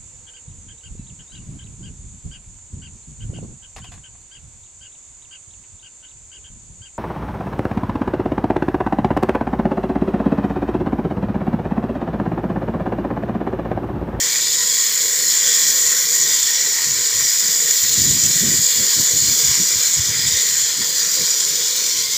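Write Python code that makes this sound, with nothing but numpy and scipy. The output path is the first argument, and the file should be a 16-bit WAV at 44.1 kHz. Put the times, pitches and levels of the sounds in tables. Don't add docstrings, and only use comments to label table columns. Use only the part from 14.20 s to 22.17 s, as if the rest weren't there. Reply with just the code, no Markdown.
import sys
import numpy as np
from scipy import signal
from scipy.fft import rfft, irfft, next_fast_len
from scipy.io import wavfile
from scipy.ndimage import uniform_filter1d, map_coordinates

SR = 44100
rng = np.random.default_rng(int(sys.argv[2]) if len(sys.argv) > 2 else 0)


def bounce(signal):
    frames = np.transpose(np.atleast_2d(signal))
    limited = np.clip(frames, -1, 1)
    pcm = np.round(limited * 32767).astype(np.int16)
    wavfile.write(sys.argv[1], SR, pcm)


N = 351477

# (time [s], tube ring [dB], fine fizz [dB], scrape [dB])
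CUT_LEVELS = [(0.0, -20, -31, -25.5), (0.04, -21, -33.5, -24.5), (1.06, -19, -28, -25),
              (1.31, -17.5, -29, -22.5), (1.66, -16.5, -26.5, -24), (1.8, -20.5, -29, -25.5),
              (2.2, -19, -29, -23.5), (2.51, -21.5, -33.5, -26), (3.62, -17.5, -26, -24.5),
              (3.66, -18, -28.5, -24), (4.73, -17.5, -27.5, -24), (5.61, -18.5, -30.5, -24),
              (5.9, -23, -33.5, -25.5), (6.06, -20.5, -32, -22), (6.37, -19, -32, -24),
              (6.57, -24.5, -33.5, -25.5), (7.01, -21, -30.5, -25), (7.97, -25.5, -34, -24.5)]
RING_TRIM_DB, FIZZ_TRIM_DB, SCRAPE_TRIM_DB = 0.37, 1.7, 1.5
# (time [s], relative peak [dB])
STONE_CATCHES = [(0.664, -3), (2.014, -1), (2.142, -0.5), (2.229, -1), (2.866, -5), (3.509, -2),
                 (5.659, -6), (5.739, 1), (5.751, -11), (6.069, -6), (7.104, -4), (7.2, -6)]
# (frequency [Hz], width [Hz], level [dB])
TUBE_MODES = [(6693, 420, -8), (7030, 310, -1.5), (7216, 277, -2.5), (7855, 700, -14)]
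# (frequency [Hz], gain [dB])
TUBE_EQ = [(2500, -30), (6000, -3.5), (7000, -1.0), (8000, -2.5), (11000, -6)]
# (frequency [Hz], width [Hz], trim [dB])
BARREL_MODES = [(3490, 690, -1), (4228, 550, -0.5), (5820, 750, -1)]
LOW_MODE_DB, MIDDLE_MODE_DB = -9, -7
# (time [s], level [dB])
HIGH_MODE_CONTOUR = [(0.0, -28), (0.13, -34), (0.77, -31), (1.57, -25), (1.69, -25.5), (4.24, -28),
                     (5.64, -25.5), (6.73, -32), (6.81, -26), (7.81, -26), (7.9, -29), (7.97, -26)]
HIGH_MODE_DB, HIGH_MODE_SWING = -28, 1.86
# (frequency [Hz], density [dB])
SCRAPE_SPECTRUM = [(600, -43), (2700, -18), (3200, -6.5), (4000, -6.5), (4500, -1), (4900, 3), (5250, 4),
                   (5550, -2.5), (6250, 2), (7900, -3.5), (8400, -10.5), (9200, -9), (9800, -17),
                   (16000, -19)]
# (frequency [Hz], density [dB])
FIZZ_SPECTRUM = [(6000, -45), (9000, -8), (11000, -10.5), (12500, -3), (13300, -4), (14200, -0.5),
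                 (15000, 7), (15600, -6)]
# (start [s], length [s], first pitch [Hz], last pitch [Hz], level [dB])
SLOT_SQUEALS = [(0.0, 0.28, 4990, 4980, -38), (2.904, 1.2, 4900, 4920, -34),
                (4.299, 0.51, 4870, 4700, -30.5), (5.105, 0.41, 4850, 4920, -30),
                (5.981, 0.033, 4900, 4970, -25), (6.6, 0.22, 4720, 4830, -29.5),
                (6.918, 0.26, 4840, 4870, -28)]

# (time [s], whine pitch [Hz])
MOTOR_PITCH = [(0, 895), (.15, 920), (.6, 1078), (1.0, 1040), (1.3, 1075), (2.05, 1075), (2.4, 920),
               (2.55, 915), (2.9, 1045), (3.15, 1070), (3.6, 980), (4.3, 965), (4.8, 1060), (5.3, 1000),
               (5.9, 988), (6.3, 1050), (6.8, 1020), (7.97, 1058)]
# (time [s], level [dB])
WHINE_LEVELS = [(0, -57), (.5, -46.5), (1.0, -54), (1.5, -50.5), (2.85, -50), (3.4, -58), (7.4, -58),
                (7.8, -50)]
# (time [s], level [dB])
OCTAVE_LEVELS = [(0, -45), (4.5, -54), (5.0, -49), (5.8, -44), (6.15, -37), (6.4, -45), (7.4, -62),
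                 (7.8, -40.5)]
# (time [s], housing ring [dB], cooling air [dB])
CASING_CONTOURS = [(0.0, -32, -45), (0.04, -38, -38), (0.51, -37, -45), (1.49, -35.5, -40),
                   (3.17, -37, -43), (4.35, -36.5, -40.5), (5.1, -42.5, -40), (6.13, -36.5, -41),
                   (6.35, -40, -43.5), (7.41, -43.5, -42), (7.86, -41, -46), (7.97, -47, -48)]
HOUSING_DB, HOUSING_SWING, AIR_DB, AIR_SWING = -39, 1.48, -36, 0.62
# (frequency [Hz], width [Hz], level [dB])
HOUSING_MODES = [(1840, 173, -1.5), (1950, 150, 1)]
# (frequency [Hz], gain [dB])
HOUSING_EQ = [(900, -27), (1750, -1.5), (2100, 0.5), (2800, -13)]
# (frequency [Hz], density [dB])
AIR_SPECTRUM = [(300, -61), (750, -18.5), (1000, -7), (1300, -8), (1550, -2.5), (1750, -1.5), (2100, -2.5),
                (2330, 2), (2600, -11.5), (3000, -6), (5000, -33)]
# (time [s], level [dB])
GEAR_LEVELS = [(0, -42.5), (.6, -44.5), (1.6, -40.5), (2.4, -45.5), (3.6, -43), (5.4, -44), (5.85, -45.5),
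               (6.3, -42), (7.97, -44)]
# (frequency [Hz], density [dB])
GEAR_SPECTRUM = [(30, -24), (75, -25), (110, -14), (160, -5), (260, -11.5), (400, -3), (510, 0.5),
                 (600, -12), (720, -16), (1500, -32)]

# (delay [ms], level [dB])
PARAPET_ECHOES = [(6.5, -19), (13, -17), (24, -24.5)]
# (start [s], length [s], deep thud [dB], flutter [dB])
WIND_PUFFS = [(2.678, 0.12, -45, -48.5), (2.947, .12, -46, -54), (3.245, 0.053, -50, -42),
              (3.63, 0.16, -42.5, -45.5), (3.785, 0.19, -32.5, -32.5), (4.027, 0.15, -41, -35.5),
              (4.22, 0.12, -36, -26.5), (4.37, .06, -42, -40), (4.593, 0.029, -36, -33),
              (4.778, 0.033, -37, -31), (4.937, 0.036, -35, -39), (5.017, .12, -40.5, -39.5),
              (5.246, .07, -36, -48), (5.38, .05, -42, -35), (5.55, .04, -37, -49),
              (5.775, 0.027, -31.5, -47), (5.876, 0.037, -36, -45), (5.95, .05, -37, -44),
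              (6.041, 0.037, -36, -45), (6.12, .03, -38, -51), (6.588, 0.023, -46, -36),
              (7.0, .035, -43, -42)]
# (frequency [Hz], density [dB])
THUD_SPECTRUM = [(15, -45), (32, -32), (65, -3.5), (105, 1.5), (150, 0), (250, -36), (600, -62)]
# (frequency [Hz], density [dB])
FLUTTER_SPECTRUM = [(40, -35), (110, -12), (170, 7), (250, 1), (350, -4.5), (550, -16), (1000, -37),
                    (3000, -90)]
BREEZE_DB, BREEZE_SWING_DB = -58, 4.5
TOP_HZ = 15560


def bit(motor_phase):
    ring_db, fizz_db, scrape_db = curves(CUT_LEVELS)
    turn = np.sin(motor_phase / 116 + .5 * wobble(2.92))
    bite = amp(0.066 * turn + 0.44 * wobble(35) + 0.98 * wobble(400))
    tube = tube_ring(bite, turn, ring_db)
    barrel = barrel_ring(bite, scrape_db)
    coarse_grit = grit(per_second=4000, spread_db=2, scrape_db=-1) * bite
    scrape = amp(scrape_db + SCRAPE_TRIM_DB) * coloured(coarse_grit, SCRAPE_SPECTRUM)
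    fine_grit = grit(per_second=6800, spread_db=1, scrape_db=8) * bite
    fizz = amp(fizz_db + FIZZ_TRIM_DB) * coloured(fine_grit, FIZZ_SPECTRUM)
    return tube + patchy(barrel + scrape + fizz, depth_db=2.0)


def tube_ring(bite, turn, ring_db):
    force = grit(per_second=5000, spread_db=-1, scrape_db=-0.5) * bite
    ring = coloured(resonate(force, TUBE_MODES), TUBE_EQ)
    ring = patchy(ring, depth_db=0.35) + amp(-4.5) * screech(wander_hz=170.4)
    throb = amp(0.21 * turn + 0.6 * wobble(35) + 0.6 * wobble(13))
    level = np.hypot(amp(ring_db + RING_TRIM_DB), catches(t60_s=0.053, level_db=-9))
    return level * unit(ring * throb)


def grit(per_second, spread_db, scrape_db):
    cracks = (rng.random(N) < per_second / SR) * np.sign(noise()) * amp(spread_db * noise())
    return unit(unit(cracks) + amp(scrape_db) * noise())


def screech(wander_hz):
    hz = TUBE_MODES[1][0] + wander_hz * wobble(170)
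    return unit(np.sin(phase_of(hz)) * amp(2.8 * wobble(300)))


def catches(t60_s, level_db):
    force, t = np.zeros(N + SR), np.arange(SR // 10) / SR
    for start, db in STONE_CATCHES:
        force[round(start * SR):][:len(t)] += amp(db + level_db - 60 * t / t60_s)
    return force[:N]


def barrel_ring(bite, scrape_db):
    high_db = HIGH_MODE_DB + HIGH_MODE_SWING * swing(curves(HIGH_MODE_CONTOUR)[0])
    levels_db = scrape_db + LOW_MODE_DB, scrape_db + MIDDLE_MODE_DB, high_db
    return sum(amp(db + trim_db + 0.79 * wobble(18)) * band(noise() * bite, hz, width)
               for db, (hz, width, trim_db) in zip(levels_db, BARREL_MODES))


def squeal(unsteady_hz):
    t, out = np.arange(N) / SR, np.zeros(N)
    waver, rough = unsteady_hz * wobble(400), amp(3 * wobble(90))
    for start, length, first_hz, last_hz, db in SLOT_SQUEALS:
        hz = np.interp(t, [start, start + length], [first_hz, last_hz]) + waver
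        note = unit(np.sin(phase_of(hz)) * rough)
        out += amp(db) * swell(start, length, attack_s=.04, release_s=.06) * note
    return out


def motor(phase):
    whine = unit(np.sin(phase + .7 * wobble(45)) * amp(3 * wobble(25)))
    octave = unit(np.sin(2 * phase + 1.5 * wobble(110)) * amp(3.5 * wobble(40)))
    tones = amp(curves(WHINE_LEVELS)[0]) * whine + amp(curves(OCTAVE_LEVELS)[0]) * octave
    housing_db, air_db = map(swing, curves(CASING_CONTOURS))
    air = amp(AIR_DB + AIR_SWING * air_db) * coloured(noise(), AIR_SPECTRUM)
    housing = coloured(resonate(noise(), HOUSING_MODES), HOUSING_EQ)
    housing *= amp(HOUSING_DB + HOUSING_SWING * housing_db)
    gears = unit(coloured(noise(), GEAR_SPECTRUM) * amp(1.7 * wobble(15)))
    gears *= amp(curves(GEAR_LEVELS)[0])
    rattle = amp(wobble(22) + 1.27 * wobble(200))
    return tones + patchy((air + housing) * rattle + gears, depth_db=1.5)


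def parapets(x, sway_ms):
    echoes = np.zeros(N)
    for ms, db in PARAPET_ECHOES:
        delay = (ms + sway_ms * wobble(.8)) * SR / 1000
        echoes += amp(db) * map_coordinates(x, [np.arange(N) - delay], order=3)
    return echoes


def wind():
    thud, flutter = np.zeros(N), np.zeros(N)
    for start, length, thud_db, flutter_db in WIND_PUFFS:
        puff = swell(start, length, attack_s=0.011, release_s=0.019)
        thud = np.hypot(thud, amp(thud_db) * puff)
        flutter = np.hypot(flutter, amp(flutter_db) * puff)
    puffs = thud * coloured(noise(), THUD_SPECTRUM) + flutter * coloured(noise(), FLUTTER_SPECTRUM)
    breeze = unit(coloured(noise(), THUD_SPECTRUM) * amp(BREEZE_SWING_DB * wobble(12)))
    return puffs * amp(1.95 * wobble(45)) + amp(BREEZE_DB) * breeze


def amp(db):
    return 10 ** (np.asarray(db) / 20)


def unit(x):
    return x / np.sqrt(np.mean(x ** 2) + 1e-20)


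def noise():
    return rng.standard_normal(N)


def phase_of(hz):
    return 2 * np.pi * np.cumsum(hz) / SR


def curves(rows):
    times, *columns = np.transpose(rows)
    return [np.interp(np.arange(N) / SR, times, column) for column in columns]


def swing(db):
    return db - db.mean()


def wobble(rate):
    return map_coordinates(rng.standard_normal(int(N * rate / SR) + 4), [np.arange(N) * rate / SR])


def swell(start, length, attack_s, release_s):
    t = np.arange(N) / SR - start
    return np.exp(np.clip(np.minimum(t / attack_s, (length - t) / release_s), -20, 0))


def filtered(x, response):
    size = next_fast_len(N + SR // 2)
    return irfft(rfft(x, size) * response(np.fft.rfftfreq(size, 1 / SR)), size)[:N]


def coloured(x, spectrum):
    hz, db = np.transpose(sorted(spectrum))
    return unit(filtered(x, lambda f: amp(np.interp(np.log(f + 1), np.log(hz + 1), db))))


def resonance(f, hz, width_hz):
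    return 1j * f * width_hz / (hz * hz - f * f + 1j * f * width_hz)


def resonate(x, modes):
    return unit(filtered(x, lambda f: sum((-1) ** k * amp(db) * resonance(f, hz, width)
                                          for k, (hz, width, db) in enumerate(modes))))


def band(x, hz, width_hz):
    return unit(filtered(x, lambda f: resonance(f, hz, width_hz) ** 2))


def patchy(x, depth_db):
    spectra = signal.stft(x, nperseg=1024)[2]
    flare = uniform_filter1d(rng.standard_normal(spectra.shape), size=6, axis=0)
    flare = uniform_filter1d(flare, size=14, axis=1)
    return signal.istft(spectra * amp(depth_db * unit(flare)), nperseg=1024)[1][:N]


def scene():
    phase = phase_of(curves(MOTOR_PITCH)[0])
    drill = bit(phase) + squeal(unsteady_hz=65) + motor(phase)
    mono = drill + parapets(drill, sway_ms=0.145) + wind()
    return np.array([mono, mono])


def record(dry):
    rounded = dry / (1 + np.abs(dry / .88) ** 10) ** (1 / 10)
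    return np.array([filtered(channel, lambda hz: hz < TOP_HZ) for channel in rounded])


dry = scene()
out = record(dry)
bounce(out)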